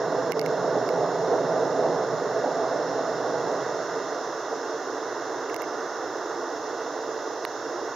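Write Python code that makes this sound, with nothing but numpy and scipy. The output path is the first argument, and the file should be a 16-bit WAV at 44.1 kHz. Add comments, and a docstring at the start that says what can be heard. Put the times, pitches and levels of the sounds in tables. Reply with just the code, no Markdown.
"""Car wash dryers, heard from inside a car rolling out of the tunnel with its windows shut.
The air jets drum on roof and glass as noise through panel resonances, and the cabin booms beneath.
Then they slide off the tail, leaving a fading tunnel roar, the blowers' rush and hiss, and a faint sine whine.
Sharp plastic ticks and one knock, made of short noise bursts and ringing sines, sound close to the microphone.
Its gain control ducks on strong bursts of treble."""
import sys
import numpy as np
from scipy import signal
from scipy.fft import rfft, irfft, next_fast_len
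from scipy.io import wavfile
from scipy.ndimage import uniform_filter1d, minimum_filter1d, map_coordinates

SR = 44100
rng = np.random.default_rng(int(sys.argv[2]) if len(sys.argv) > 2 else 0)


def generate_wav(signal):
    """Clip the signal to [-1, 1] and save it as 16-bit WAV at the path in sys.argv[1]."""
    frames = np.transpose(np.atleast_2d(signal))
    scaled = np.clip(frames, -1, 1) * 32767
    pcm = np.round(scaled).astype(np.int16)
    wavfile.write(sys.argv[1], SR, pcm)


N = 350595

# the car's passage under the jets: (time [s], how squarely they hit [0-1], drumming level before gusts [dB])
JET_PASSAGE = [(0, 0.95, -26.5), (1.8, 0.91, -25.5), (2.15, 0.76, -27), (2.62, 0.95, -27.5),
               (2.85, 0.98, -28.3), (3.5, 0.76, -26.5), (3.88, 0.47, -29.5), (4.3, 0.03, -28),
               (7.95, 0, -18)]


def amp(db):
    """Decibels to gain."""
    return 10 ** (np.asarray(db) / 20)


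def unit(x):
    """x at rms 1."""
    return x / np.sqrt(np.mean(x ** 2) + 1e-20)


def along(points, hz):
    """(frequency, value) points read on a log-frequency axis."""
    f, v = np.transpose(points)
    return np.interp(np.log(hz + 1), np.log(f + 1), v)


def curves(rows):
    """One value per sample for each column after the time."""
    times, *columns = np.transpose(rows)
    return [np.interp(np.arange(N) / SR, times, column) for column in columns]


def wobble(rate):
    """A smooth random curve with rate knots a second."""
    knots = rng.standard_normal(int(N * rate / SR) + 4)
    return map_coordinates(knots, [np.arange(N) * rate / SR])


def swells(rows, t):
    """Bell-shaped rises in dB from (time, rise, standard deviation) rows."""
    return sum(db * np.exp(-.5 * ((t - s) / length) ** 2) for s, db, length in rows)


def filtered(x, response):
    """x times a response of frequency."""
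    n = x.shape[-1]
    padded = next_fast_len(n + n // 16)
    hz = np.fft.rfftfreq(padded, 1 / SR)
    return irfft(rfft(x, padded) * response(hz), padded)[..., :n]


def split(x, corner_hz):
    """The bass and the treble of x, which sum back to x."""
    bass = filtered(x, lambda hz: 1 / (1 + (hz / corner_hz) ** 6))
    return bass, x - bass


def band(low_hz, high_hz):
    """Gain per frequency of a steep band-pass."""
    return lambda hz: 1 / (1 + (low_hz / (hz + 1)) ** 8 + (hz / high_hz) ** 12)


def ports(left_db):
    """Gains of the left and right microphone ports, left_db apart, with a mean of 1."""
    pair = amp([[left_db / 2], [-left_db / 2]])
    return pair / pair.mean()


def airflow(spectrum, resonances, patchy_db):
    """Turbulent stereo noise of rms 1: patchy in time and pitch, coloured by a spectrum and its resonances."""
    # how alike the two channels are: (frequency [Hz], likeness [0-1])
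    likeness = [(100, 0.94), (1600, 1), (2500, 0.9), (3300, 0.76), (5000, 0.69), (6200, 0.52), (7200, 0.13),
                (12000, 1)]
    grains = signal.stft(rng.standard_normal((2, N)), nperseg=512)[2]
    eddies = uniform_filter1d(rng.standard_normal(grains.shape[1:]), size=5, axis=0)
    eddies = uniform_filter1d(eddies, size=10, axis=1)
    pair = signal.istft(grains * amp(patchy_db * unit(eddies)), nperseg=512)[1][:, :N]

    def colour(hz):
        # each lift falls to half its dB at half a width from the centre
        lift = sum(db * .5 ** ((2 * (hz - centre) / width) ** 2) for centre, width, db in resonances)
        turn = np.arccos(np.clip(along(likeness, hz), 0, 1)) / 2
        return amp(along(spectrum, hz) + lift) * [np.cos(turn), np.sin(turn)]
    mid, side = filtered(pair, colour)
    return unit(np.array([mid + side, mid - side]))


def rolling_out(under_jet, behind):
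    """Equal-power crossfade from one sound to the other as the car leaves the jets."""
    share = np.clip(curves(JET_PASSAGE)[0], 0, 1)
    return np.sqrt(share) * under_jet + np.sqrt(1 - share) * behind


def drumming():
    """The jets travel along the car, so the roof's resonances give way to those of the rear glass."""
    # spectrum of the drumming: (frequency [Hz], relative density [dB per Hz])
    spectrum = [(130, -46), (200, -19), (232, -12), (268, -6), (480, 1.5), (700, -0.5), (900, -7.5),
                (2000, -37), (2500, -83)]
    # panel resonances: (centre [Hz], width [Hz], lift [dB])
    roof = [(272, 36, 3), (352, 26, -4), (380, 22, 1), (438, 42, 6), (511, 34, 5.3), (548, 40, -7),
            (592, 24, 3), (660, 56, 3.8), (775, 50, -3)]
    rear_glass = [(280, 36, 2.5), (348, 26, -5.5), (380, 22, 2), (434, 42, 3.8), (510, 40, 3.5),
                  (548, 40, -6), (592, 24, 3), (665, 50, 3.8), (840, 36, 2), (910, 36, 2.5)]
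    rear_s, crossing_s = 2.05, 0.73  # midpoint and length of the crossing
    rear = np.clip(.5 + (np.arange(N) / SR - rear_s) / crossing_s, 0, 1)
    on_roof = np.sqrt(1 - rear) * airflow(spectrum, roof, patchy_db=-0.63)
    on_glass = np.sqrt(rear) * airflow(spectrum, rear_glass, patchy_db=1.4)
    return on_roof + on_glass


def flexing(x, bend=0.008005, rate=5):
    """The panels flex under the jets, so their resonances drift a little up and down."""
    place = np.arange(N) + np.cumsum(bend * wobble(rate))
    return np.array([map_coordinates(side, [place], mode="mirror") for side in x])


def battered_panels(t, flutter_db=0.22, flutter_rate=28):
    """Drumming on flexing panels, with slaps of air that lift only the upper part of its sound."""
    # slaps of air on the roof: (time [s], rise [dB], standard deviation [s])
    slaps = [(.647, 6, .004), (.765, 2, .015), (1.334, 5, .018), (2.991, 7, .005), (3.046, 4, .005),
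             (3.972, 6, .004)]
    level_db = curves(JET_PASSAGE)[1] + flutter_db * wobble(flutter_rate)
    low, clatter = split(flexing(drumming()), corner_hz=300)
    return amp(level_db) * (low + amp(swells(slaps, t)) * clatter)


def tunnel(t, level_db=-33, fade_from_s=5.75, fade_db_per_s=0.8):
    """The tunnel's roar heard through the cabin's resonances, fading with distance."""
    # spectrum of the roar: (frequency [Hz], relative density [dB per Hz])
    spectrum = [(25, -48), (50, -32.5), (95, -39), (122, -15.5), (165, -20), (200, -26.5), (232, -19),
                (268, -6), (350, -0.5), (520, -1), (700, -2.5), (900, -7.5), (2000, -22.5), (2500, -87)]
    # cabin resonances: (centre [Hz], width [Hz], lift [dB])
    resonances = [(335, 30, 2), (445, 46, 4.6), (449, 14, 5), (550, 50, -4), (590, 28, 2), (690, 30, 2)]
    faded_db = level_db - fade_db_per_s * np.maximum(t - fade_from_s, 0)
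    return amp(faded_db) * airflow(spectrum, resonances, patchy_db=0.27)


def roar():
    """Gusty jets batter the panels; once past them, only the tunnel's roar reaches the cabin."""
    # gusts, each a smooth swell of the roar: (time [s], rise [dB], standard deviation [s])
    gusts = [(.54, 2, 0.032), (.74, 1.5, 0.034), (.98, 2, 0.1), (1.35, 2.5, 0.048), (1.58, 2.3, .06),
             (1.88, 3.5, 0.079), (2.45, 3, 0.029), (3.02, 1, 0.029), (3.17, 0, 0.021), (3.33, 1.5, 0.035),
             (4.53, 2, 0.033), (7.78, 2.5, .07)]
    t = np.arange(N) / SR
    return amp(swells(gusts, t)) * rolling_out(battered_panels(t), tunnel(t))


def boom():
    """The jets pump the air in the cabin, which booms at two low resonances and dies away behind them."""
    # (time [s], level [dB])
    level = [(0, -42.5), (1, -42), (1.55, -43), (2.2, -42), (2.6, -49), (3.15, -48), (3.55, -47),
             (3.95, -52), (4.6, -64), (7.95, -88)]
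    # (frequency [Hz], relative density [dB per Hz])
    spectrum = [(25, -56), (50, -27), (95, -36), (116, -9), (145, -3), (180, -4.5), (205, -11.5),
                (260, -60.5)]
    # resonances of the cabin air: (centre [Hz], width [Hz], lift [dB])
    cabin_air = [(126, 14.5, 8.5), (166.4, 39, 6.5)]
    return amp(curves(level)[0]) * airflow(spectrum, cabin_air, patchy_db=0.8)


def nozzle_rush():
    """Nozzle turbulence of rms 1 through the resonant side glass."""
    # (frequency [Hz], relative density [dB per Hz])
    spectrum = [(300, -31.5), (650, -12.5), (950, 2), (1450, -0.5), (1650, -4), (1950, -8.5), (2150, -14.5),
                (2350, -31.5), (2700, -51), (4000, -91)]
    # (centre [Hz], width [Hz], lift [dB])
    side_glass = [(1200, 50, 3), (1320, 120, -2), (1440, 70, 2.5)]
    return airflow(spectrum, side_glass, patchy_db=0.0)


def seal_hiss():
    """Air hisses through the door seals, whose resonances change as the jets fall behind."""
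    # (frequency [Hz], relative density [dB per Hz])
    spectrum = [(1800, -40), (2450, -15.5), (2750, 1.5), (3030, -11), (3400, 0.5), (4100, 0), (4700, -4.5),
                (5400, 6), (6000, 1), (6900, 1.5), (7500, -15), (7900, -71), (9000, -56.5)]
    # seal resonances: (centre [Hz], width [Hz], lift [dB])
    under_jet = [(3690, 150, 3), (4190, 160, 3.4), (5190, 150, 3.7)]
    behind = [(3720, 190, 1.5), (5170, 140, 3.8), (6130, 220, 6.6)]
    return rolling_out(airflow(spectrum, under_jet, patchy_db=0.46), airflow(spectrum, behind, patchy_db=0.34))


def fan_whine(pitch_hz=1945, level_db=-62, waver_hz=2.5):
    """A faint sine that wavers in pitch and strength."""
    phase = 2 * np.pi * np.cumsum(pitch_hz + waver_hz * wobble(5.6)) / SR
    return amp(level_db) * unit(np.sin(phase) * amp(2.5 * wobble(3.8)))


def blowers(hiss_trim_db=0.79):
    """Nozzle rush through the glass, hiss through the door seals, and the fan whine."""
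    # (time [s], rush level [dB], hiss level before its trim [dB])
    levels = [(0, -36, -47), (1, -37, -46.5), (2, -36.5, -46.5), (3.7, -36.5, -45.5), (4.4, -38.5, -46),
              (5.9, -37.5, -47), (7.3, -40, -46.5), (7.95, -39, -47)]
    rush_db, hiss_db = curves(levels)
    return amp(rush_db) * nozzle_rush() + amp(hiss_db + hiss_trim_db) * seal_hiss() + fan_whine()


def microphone_hiss(level_db=-69.0, shared=1.0):
    """Faint, even self-noise, partly common to both channels."""
    # (frequency [Hz], relative gain [dB])
    spectrum = [(4000, -22), (8000, -44), (9500, 10), (12500, 16.5), (15000, 13.5), (16000, 12)]
    noise = rng.standard_normal((2, N)) + shared * rng.standard_normal(N)
    return amp(level_db) * unit(filtered(noise, lambda hz: amp(along(spectrum, hz))))


def burst(t, colour, t60=.0025, span_s=.0016):
    """A tiny random crunch around t = 0, its spectrum shaped by the given gain per frequency."""
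    fade = (t >= 0) * amp(-60 * np.abs(t) / t60)
    phase = np.angle(rfft(fade * rng.standard_normal(len(t))))
    crunch = irfft(np.exp(1j * phase) * colour(np.fft.rfftfreq(len(t), 1 / SR)))
    crunch = crunch * np.exp(-.5 * (t / span_s) ** 2)
    return unit(crunch) * np.sqrt(np.mean(fade ** 2)) / 2  # the fade sets its energy


def snap(t, apart=.5):
    """A bright, dry crack, partly different at each port."""
    # (frequency [Hz], relative gain [dB])
    spectrum = [(200, -50), (1000, -20), (2500, -3), (6000, 13), (7200, 12), (8100, -12), (9600, 7),
                (12500, 9), (15500, 5), (16200, -9)]
    bright = lambda hz: amp(along(spectrum, hz))
    common = burst(t, bright)
    opposed = apart * burst(t, bright) * [[1], [-1]]
    return (common + opposed) / np.hypot(1, apart)


def tick_ring(t, ring_db, scatter_db=1.8, lead_s=.0008, rise_s=.0017, left_db=-19):
    """The plastic rings at two pitches in a short swell, mostly at the right port."""
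    # (frequency [Hz], level relative to the ring [dB])
    modes = [(2130, 0), (2750, -5.5)]
    age = np.maximum(t + lead_s, 0)
    swell = (age / rise_s * np.exp(1 - age / rise_s)) ** 2
    tone = 0
    for k, (hz, level_db) in enumerate(modes):
        gain = amp(ring_db + level_db + scatter_db * rng.standard_normal())
        tone = tone + (-1) ** k * gain * np.sin(2 * np.pi * hz * age)
    return swell * tone * amp([[left_db], [0]])


def ticks():
    """Each tick is a brief dry snap over a narrower body, with a short two-note plastic ring."""
    # (time [s], crack level [dB], body low edge [Hz], body high edge [Hz], body relative to the snap [dB],
    #  crack's left minus right before the ports' tilt [dB], ring level before scatter [dB])
    events = [(.321, -14, 1500, 3600, -5, -24, -23.5), (.3315, -44, 2000, 3000, -6, -10, -25),
              (.3948, -18, 4300, 5500, 3.5, -22, -26), (.405, -52, 2000, 3000, -6, -10, -29),
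              (.4148, -18.5, 4400, 5600, 5, -16, -24), (.4265, -54, 2000, 3000, -6, -10, -31.5),
              (.462, -22.5, 3300, 6000, -9, -22, -29), (.8905, -29, 4300, 5500, 7, -18, -30.5),
              (5.4982, -35, 2000, 3000, -8, -11, -31), (5.544, -23.5, 3200, 4500, -7, -24, -30),
              (5.5634, -21.5, 4000, 6200, -4, -22, -29.5), (5.6204, -25.5, 11800, 13200, -6, -22, -29.5),
              (5.6405, -58, 2000, 3000, -6, -10, -36)]
    out, t = np.zeros((2, N)), np.arange(-256, 1280) / SR
    for s, db, low_hz, high_hz, body_db, left_db, ring_db in events:
        body = amp(body_db) * burst(t, band(low_hz, high_hz))
        crack = amp(db) * (snap(t) + body) * ports(left_db)
        start = round((s + t[0]) * SR)
        out[:, start:][:, :len(t)] += crack + tick_ring(t, ring_db)
    return out


def knock(at_s=7.4511, snap_db=-22, scrape_lead_s=.0007):
    """A scrape leads into one hard, duller blow that rings a few short, hollow modes under a thin snap."""
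    # scrape: (low edge [Hz], high edge [Hz], level [dB], left minus right before the ports' tilt [dB])
    scrape_settings = (3300, 4500, -20, -8)
    # (frequency [Hz], level before the body's band [dB], t60 [s], left minus right before the ports' tilt [dB])
    modes = [(1150, -12, .0045, -7), (1900, -18, .006, -6), (2850, -28, .012, 4), (3400, -30, .009, 0),
             (4500, -22, .008, 2)]
    # bands of the hollow body and the thin snap: (low edge [Hz], high edge [Hz])
    body_band = (750, 4900)
    snap_band = (8500, 15500)
    out, t = np.zeros((2, N)), np.arange(-256, 1280) / SR
    low_hz, high_hz, scrape_db, left_db = scrape_settings
    scrape = amp(scrape_db) * burst(t + scrape_lead_s, band(low_hz, high_hz)) * ports(left_db)
    age = np.maximum(t, 0)
    body = sum(amp(db - 60 * age / t60) * np.sin(2 * np.pi * hz * age) * ports(pan_db)
               for hz, db, t60, pan_db in modes)
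    thin_snap = amp(snap_db) * burst(t, band(*snap_band))
    start = round((at_s + t[0]) * SR)
    out[:, start:][:, :len(t)] = scrape + filtered(body, band(*body_band)) + thin_snap
    return out


def scene():
    """Everything reaches the two microphone ports, louder on the right at most pitches."""
    # (frequency [Hz], left minus right [dB])
    tilt = [(60, 5), (160, -2), (400, -3), (1900, -4.5), (2900, -1.5), (4200, -1.5), (5200, -6), (6200, -3),
            (12000, -0.5)]
    # (frequency [Hz], phase by which left leads [rad])
    lead = [(40, 0), (110, -0.68), (260, -0.19), (500, -0.019), (2000, -0.033), (4800, -0.27), (6100, 0.35),
            (9000, 0)]
    cabin = roar() + boom() + blowers() + microphone_hiss() + ticks() + knock()
    sides = np.array([[.5], [-.5]])
    return filtered(cabin, lambda hz: amp(sides * along(tilt, hz)) * np.exp(1j * sides * along(lead, hz)))


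def gain_control(x, threshold_db=-32, slope=.85, deepest_db=11, hold_s=.009, release_db_per_s=230,
                 attack_s=.0015, bass_share=.38, corner_hz=1200):
    """Strong treble pulls the gain down; it holds briefly, then recovers evenly. The bass ducks less."""
    # sample-to-sample steps stress the treble; the louder port decides
    edge_power = np.abs(uniform_filter1d(np.diff(x, prepend=0) ** 2, size=44)).max(axis=0)
    excess_db = 10 * np.log10(edge_power + 1e-12) - threshold_db
    wanted_db = np.clip(slope * excess_db, 0, deepest_db)
    half = round(hold_s * SR / 2)
    held_db = -minimum_filter1d(-wanted_db, 2 * half + 1, origin=half)
    recovered = release_db_per_s * np.arange(N) / SR
    cut_db = np.maximum.accumulate(held_db + recovered) - recovered
    lag = np.exp(-1 / (attack_s * SR))
    duck_db = signal.lfilter([1 - lag], [1, -lag], cut_db)
    bass, treble = split(x, corner_hz)
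    return bass * amp(-bass_share * duck_db) + treble * amp(-duck_db)


def record(dry, top_hz=16100):
    """The microphone's gain control, then a sharp upper band limit."""
    return filtered(gain_control(dry), lambda hz: hz < top_hz)


dry = scene()
out = record(dry)
generate_wav(out)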